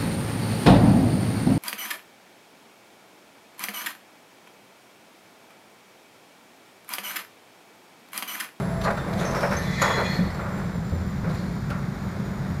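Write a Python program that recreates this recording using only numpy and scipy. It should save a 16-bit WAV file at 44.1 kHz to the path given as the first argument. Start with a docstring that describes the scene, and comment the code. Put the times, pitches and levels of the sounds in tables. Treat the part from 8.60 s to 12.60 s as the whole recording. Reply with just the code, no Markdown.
"""A dredging crane lowers its bucket into a steel barge, heard across open water.
Throughout, two diesels drone under a sagging turbo whistle and choppy water washes faintly.
First the winch rattles and the rope runs out; from 0.2 s bucket and chains clank on steel.
Around 1 s the brake rubs and the rope sheaves squeal. From 1.4 to 2.7 s the hollow hull booms
as the load lands, and lapping water ticks faintly; a last light knock follows at 3.1 s."""
import sys
import numpy as np
from scipy import signal
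from scipy.fft import rfft, irfft
from scipy.io import wavfile

SR = 44100
rng = np.random.default_rng(int(sys.argv[2]) if len(sys.argv) > 2 else 0)


def int16_out(signal):
    """Quantize to a 16-bit WAV file."""
    q = np.round(np.clip(np.atleast_2d(signal).T, -1, 1) * 32767)
    wavfile.write(sys.argv[1], SR, q.astype(np.int16))


N = 176400
T = np.arange(N) / SR


def from_db(db):
    """Decibels to gain."""
    return 10 ** (np.asarray(db) / 20)


def unit_rms(x):
    """Scale to rms 1."""
    return x / np.sqrt(np.mean(x ** 2) + 1e-20)


def curves(rows):
    """Breakpoints to one linear curve per column after t/s."""
    times_s, *columns = np.transpose(rows)
    return [np.interp(T, times_s, column) for column in columns]


def drift(rate_hz):
    """Random wander below rate_hz, rms 1."""
    hop, settle = 40, 2000
    pole = np.exp(-2 * np.pi * rate_hz * hop / SR)
    noise = rng.standard_normal(N // hop + settle + 2)
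    slow = signal.lfilter([1], [1, -2 * pole, pole * pole], noise)[settle:]
    return np.interp(np.arange(N) / hop, np.arange(len(slow)), unit_rms(slow))


def colour(x, spectrum):
    """Minimum-phase filter; white noise keeps its level."""
    hz, db = np.transpose(spectrum)
    bins_hz = np.arange(N + 1) * SR / (2 * N)
    gain = unit_rms(from_db(np.interp(np.log(bins_hz + 1), np.log(hz), db)))
    cepstrum = irfft(np.log(gain))[:N] * np.r_[1, np.full(N - 1, 2)]
    return irfft(rfft(x, 2 * N) * np.exp(rfft(cepstrum, 2 * N)))[:N]


def ringing(drive, modes):
    """Two-pole resonators, levels relative to the drive."""
    out = 0
    for hz, db, t60_s in modes:
        radius, angle = from_db(-60 / (t60_s * SR)), 2 * np.pi * hz / SR
        mode = signal.lfilter([1, 0, -1], [1, -2 * radius * np.cos(angle), radius ** 2], drive + 1e-18)
        out += from_db(db) * unit_rms(mode)
    return out * drive.std()


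def noise_band(hz, width_hz):
    """Band-passed noise, rms 1."""
    edges_hz = np.clip([hz - width_hz / 2, hz + width_hz / 2], 10, SR / 2 - 1)
    bandpass = signal.butter(2, edges_hz, "band", fs=SR, output="sos")
    return unit_rms(signal.sosfilt(bandpass, rng.standard_normal(N)))


def grains(per_s, spread_db):
    """Random impulses of uneven size, rms 1."""
    sizes = from_db(spread_db * np.minimum(rng.exponential(1, N), 4))
    return unit_rms(sizes * rng.choice([-1, 1], N) * (rng.random(N) < per_s / SR))


def strike(start_s, attack_s, t60_s):
    """Envelope: linear rise, exponential decay."""
    rise = np.clip((T - start_s) / attack_s, 0, 1)
    return rise * from_db(-60 * np.maximum(T - start_s - attack_s, 0) / t60_s)


def wander_phase(hz, wobble, rate_hz):
    """Phase of a tone with relative rms pitch deviation wobble."""
    return 2 * np.pi * np.cumsum(hz * (1 + wobble * drift(rate_hz))) / SR


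# water spectrum: f/Hz, level/dB
WATER_SPECTRUM = [(1500, 6.5), (3000, -11), (5000, -8.5), (8000, -17.5), (14000, -22.5)]

def water():
    """Chop and foam fizz faintly."""
    return from_db(-43.5 + 0.31 * drift(0.6)) * colour(grains(per_s=14000, spread_db=3.5), WATER_SPECTRUM)


# engine tones: order, level/dB
CRANE_TONES = [(9, -39.5), (12, -41.5), (16, -49)]
PUMP_TONES = [(2, -52), (7, -38.5), (8, -38), (16, -58), (24, -61.5)]
# engine noise spectra: f/Hz, level/dB
EXHAUST_SPECTRUM = [(20, -59.5), (36, -40), (48, 5.5), (70, 5.5), (90, 8), (155, 9), (205, 6.5), (250, -2),
                    (310, -10.5), (600, -47)]
CLATTER_SPECTRUM = [(150, -6), (370, 7.5), (520, -6), (1400, -6), (2200, -6.5), (2800, -27), (3600, -14),
                    (4800, -19.5), (7500, -31), (15000, -67)]
CRANE_CYCLE_HZ, FIRINGS_PER_CYCLE, PUMP_HZ = 15.14, 12, 24.71
EXHAUST_DB, CLATTER_DB = -31, -44

def diesels():
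    """Crane and pump engines hum; the crane's uneven firings boom in its exhaust, with clatter above."""
    crane = wander_phase(CRANE_CYCLE_HZ, wobble=0.002, rate_hz=1.2)
    pump = wander_phase(PUMP_HZ, wobble=0.00262, rate_hz=0.8)
    tones = 0
    for phase, orders in ((crane, CRANE_TONES), (pump, PUMP_TONES)):
        for order, db in orders:
            amplitude = np.sqrt(2) * from_db(db + 1.93 * drift(2.45))
            tones += amplitude * np.sin(order * phase + rng.uniform(0, 2 * np.pi))
    firings = np.diff(np.floor(crane * FIRINGS_PER_CYCLE / (2 * np.pi)), prepend=0)
    puffs = unit_rms(firings * rng.standard_normal(N))
    turbulence = 0.9 * rng.standard_normal(N)
    exhaust = from_db(EXHAUST_DB) * unit_rms(colour(puffs + turbulence, EXHAUST_SPECTRUM))
    clatter = unit_rms(rng.standard_normal(N) * (1 + 0.08 * np.sin(4 * crane)))
    return tones + exhaust + from_db(CLATTER_DB) * colour(clatter, CLATTER_SPECTRUM)


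# whistle curve: t/s, f/Hz, relative level/dB
TURBO_CURVE = [(0, 7570, -61), (1.6, 7400, -69), (2.0, 7260, -62), (2.35, 7190, -57), (2.9, 7020, -64),
               (4, 6900, -64)]

def turbo():
    """Rushing air whistles, sinking as the load comes off; its octave is a faint blur."""
    hz, db = curves(TURBO_CURVE)
    phase = wander_phase(hz, wobble=0.0047, rate_hz=310)
    amplitude = np.sqrt(2) * from_db(db - 1.5 + 3.3 * drift(19))
    octave = from_db(-7) * drift(170) * np.sin(2 * phase)
    return amplitude * (np.sin(phase) + octave)


# gear rattle, rope and brake envelopes: t/s, level/dB
RATTLE_CURVE = [(0, -32.5), (.5, -34.5), (.63, -32.5), (.97, -30.5), (1.08, -38), (1.19, -38.5), (1.4, -36),
                (1.6, -34.5), (1.75, -37.5), (2.0, -36.5), (2.3, -45), (4, -44)]
ROPE_CURVE = [(0, -55.5), (.25, -62), (.42, -64), (.72, -60), (1.0, -80)]
BRAKE_CURVE = [(.9, -38.5), (1.17, -32), (1.24, -25.5), (1.36, -32.5), (1.55, -32.5), (1.68, -42.5),
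               (1.85, -67)]
# rattle spectrum: f/Hz, level/dB
RATTLE_SPECTRUM = [(280, -3.5), (450, 1.5), (650, 0), (820, -3), (1300, -5), (2200, -13.5), (2850, -26),
                   (3600, -24), (5500, -32.5), (12000, -35.5), (15000, -40)]
# brake resonances: f/Hz, width/Hz, relative level/dB
BRAKE_RESONANCES = [(1797, 68, -7.5), (2010, 140, -7), (2320, 250, -13.5), (3600, 1600, -19),
                    (4080, 870, -16), (5500, 2900, -17), (11600, 3700, -26)]

def winch():
    """Gears rattle, and whine with the singing rope as it runs out; then the brake rubs."""
    rattle_gain = from_db(curves(RATTLE_CURVE)[0] + 2.1 * drift(3.4))
    rattle = rattle_gain * colour(grains(per_s=4200, spread_db=1), RATTLE_SPECTRUM)
    rope = noise_band(10820, width_hz=480)
    gear_whine = from_db(20) * noise_band(665, width_hz=20)
    running = from_db(curves(ROPE_CURVE)[0]) * (rope + gear_whine)
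    rub = sum(from_db(db + 2 * drift(9.7)) * noise_band(hz, width_hz)
              for hz, width_hz, db in BRAKE_RESONANCES)
    braking = (T > BRAKE_CURVE[0][0]) * (T < BRAKE_CURVE[-1][0])
    return rattle + running + rub * from_db(curves(BRAKE_CURVE)[0]) * braking


# squeals: relative octave level/dB, curve of (t/s, f/Hz, level/dB)
SHEAVE_SQUEALS = [(-12, [(1.1, 1990, -49), (1.35, 1985, -38.5), (1.55, 1950, -49), (1.72, 1945, -53)]),
                  (-6.5, [(1.0, 3510, -66), (1.08, 3480, -52), (1.24, 3372, -40.5), (1.345, 3370, -42.5),
                  (1.405, 3378, -48), (1.45, 3390, -42.5), (1.68, 3414, -62)]), (-34, [(1.02, 4030, -53),
                  (1.25, 4100, -53), (1.41, 4157, -40), (1.47, 4175, -41), (1.5, 4270, -39.5),
                  (1.555, 4275, -36), (1.585, 4330, -46), (1.8, 4260, -66)])]
# squeaks: t/s, f/Hz, level/dB, t60/s
SHEAVE_SQUEAKS = [(.39, 3620, -46, 0.24), (.65, 6240, -40, 0.25), (0.966, 6265, -33, 0.1),
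                  (.98, 11300, -46, 0.25), (1.45, 2450, -36.5, 0.37), (1.5, 13200, -56, 0.36)]

def sheaves():
    """Dry sheaves squeak and squeal in rough, fluttering tones; the octave grows with the grip."""
    out = 0
    for octave_db, curve in SHEAVE_SQUEALS:
        hz, db = curves(curve)
        sounding = (T > curve[0][0]) * (T < curve[-1][0])
        grip = from_db(db + 2.96 * drift(21)) * sounding
        roughness = 1 + 0.43 * drift(290)
        phase = wander_phase(hz, wobble=0.0038, rate_hz=140)
        octave = from_db(octave_db + 0.5 * (db - db.max())) * np.sin(2 * phase)
        out += grip * roughness * (np.sin(phase) + octave)
    for start_s, hz, db, t60_s in SHEAVE_SQUEAKS:
        squeak = np.sin(wander_phase(hz, wobble=0.0081, rate_hz=220))
        out += from_db(db) * strike(start_s, attack_s=0.0036, t60_s=t60_s) * squeak
    return np.sqrt(2) * out


# snaps and ticks: t/s, relative level/dB, t60/s, f/Hz
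CHAIN_SNAPS_AND_WATER_TICKS = [(0.21, -37, 0.11, 3600), (.235, -33, 0.21, 4250), (0.303, -39, 0.079, 3970),
                               (.367, -45.5, 0.38, 3610), (0.527, -37.5, .1, 3890),
                               (0.573, -36, 0.45, 3670), (.595, -40, 0.17, 6800), (0.647, -40, 0.69, 5530),
                               (.703, -39.5, 0.15, 6240), (0.745, -34.5, 0.38, 5510),
                               (0.803, -36.5, 0.7, 5340), (.905, -38.5, 0.68, 5530),
                               (1.213, -26, 0.13, 6780), (1.245, -38, 0.59, 5370),
                               (1.701, -43, 0.065, 4980), (1.741, -44, .07, 4440), (2.69, -43, 0.26, 3890),
                               (2.742, -44.5, 0.8, 4320), (3.098, -38, 0.14, 2620)]
# clink modes: frequency ratio, level/dB
CLINK_MODES = [(1.002, -11), (1.659, -17.5), (2.48, -22)]
# burst spectrum: f/Hz, level/dB
BURST_SPECTRUM = [(1000, 9), (2200, 6), (2900, 0), (3700, 2.5), (4800, 1.5), (6800, -5), (8000, -8.5),
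                  (12500, -8), (15000, -25)]

def chains_and_water_ticks():
    """Chain links snap and clink; the faint ticks near 1.7 and 2.7 s are water lapping."""
    rings, power = 0, 0
    jostle_db = 1.8 * drift(70) - 1
    for start_s, db, t60_s, hz in CHAIN_SNAPS_AND_WATER_TICKS:
        burst = from_db(db + jostle_db) * strike(start_s, attack_s=0.006, t60_s=t60_s)
        clink = sum(from_db(mode_db) * noise_band(hz * ratio, width_hz=66)
                    for ratio, mode_db in CLINK_MODES)
        dull_ring = from_db(-7.5) * noise_band(hz, width_hz=940)
        rings += burst * (dull_ring + clink)
        power += burst ** 2
    crackle = np.sqrt(power) * grains(per_s=11000, spread_db=-0.5)
    return rings + from_db(-1) * colour(crackle, BURST_SPECTRUM)


# booms: t/s, level/dB, f/Hz, t60/s
HULL_BOOMS = [(1.374, -30.5, 121.2, 0.16), (1.589, -16.5, 180.4, 0.29), (1.63, -26.5, 68, 0.18),
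              (2.151, -26.5, 164.4, 0.15), (2.318, -21.5, 80, 0.62), (2.632, -22.5, 110, 0.083),
              (2.676, -20.5, 163, 0.29)]

def hull():
    """The hollow barge answers the load with rough low booms that rattle its plating."""
    plating = from_db(-14.5) * noise_band(407, width_hz=310)
    out = 0
    for start_s, db, hz, t60_s in HULL_BOOMS:
        boom = np.sqrt(2) * np.sin(wander_phase(hz, wobble=0.152, rate_hz=106))
        out += from_db(db) * strike(start_s, attack_s=0.0042, t60_s=t60_s) * (boom + plating)
    return out


# knocks: t/s, relative level/dB, attack/s, t60/s, plate f/Hz
BUCKET_KNOCKS = [(.236, -26, 0.022, 0.22, 1200), (0.26, -22.5, .02, 0.22, 655),
                 (0.303, -23.5, 0.001, 0.085, 644), (0.369, -27.5, 0.0086, 0.11, 1415),
                 (.598, -28.5, 0.019, 0.98, 583), (0.745, -24, 0.0012, 0.36, 1300),
                 (0.823, -20.5, 0.014, 0.24, 620), (.908, -22.5, .022, 0.15, 1500),
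                 (1.216, -15.5, 0.0034, 0.2, 1236), (1.238, -23.5, 0.0064, 0.91, 920),
                 (1.296, -23, 0.0026, 0.26, 603), (1.373, -22, 0.01, 0.33, 464),
                 (1.79, -32.5, 0.0049, 0.94, 1310), (2.634, -34, 0.011, 0.94, 400),
                 (3.097, -34, 0.014, 0.49, 1400)]
# steel contact spectrum: f/Hz, level/dB
STEEL_SPECTRUM = [(150, -22.5), (330, -11), (570, 7), (740, -2.5), (1000, 1.5), (1500, -0.5), (2300, -8.5),
                  (2850, -19.5), (3700, -33), (7000, -48), (14000, -67)]
# bucket modes: f/Hz, relative level/dB, t60/s
BUCKET_MODES = [(572.5, -17, 0.4), (812, -16, 0.24), (973, -22.5, 0.67), (1096, -31, .25), (1355, -19, 0.2),
                (1820, -15, 0.4)]

def bucket():
    """Each knock is a crack and a dying clatter of contacts; struck plate and bucket ring."""
    plates, power = 0, 0
    for start_s, db, attack_s, t60_s, hz in BUCKET_KNOCKS:
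        crack = 0.25 * strike(start_s, attack_s, t60_s=0.14)
        knock = from_db(db) * (strike(start_s, attack_s, t60_s) + crack)
        plates += from_db(-3) * knock * noise_band(hz, width_hz=205)
        power += knock ** 2
    contacts = np.sqrt(power) * grains(per_s=6000, spread_db=2.2)
    return from_db(-3.5) * (plates + colour(contacts, STEEL_SPECTRUM) + ringing(contacts, BUCKET_MODES))


ECHO_DB, ECHO_T60_S = -10.5, 0.38

def scene():
    """Mono mix at the shore; the sharp sounds scatter off the barge in a short tail."""
    sharp = bucket() + chains_and_water_ticks() + sheaves()
    scatter = grains(per_s=1100, spread_db=-5) * strike(0.012, attack_s=0.01, t60_s=ECHO_T60_S)
    echo = signal.fftconvolve(sharp, scatter / np.linalg.norm(scatter))[:N]
    return (sharp + from_db(ECHO_DB) * echo + diesels() + turbo() + winch() + hull() + water())[None]


CUTOFF_HZ = 15300

def record(dry):
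    """Steep elliptic low-pass."""
    return signal.sosfilt(signal.ellip(16, 0.1, 90, CUTOFF_HZ, fs=SR, output="sos"), dry)


dry = scene()
out = record(dry)
int16_out(out)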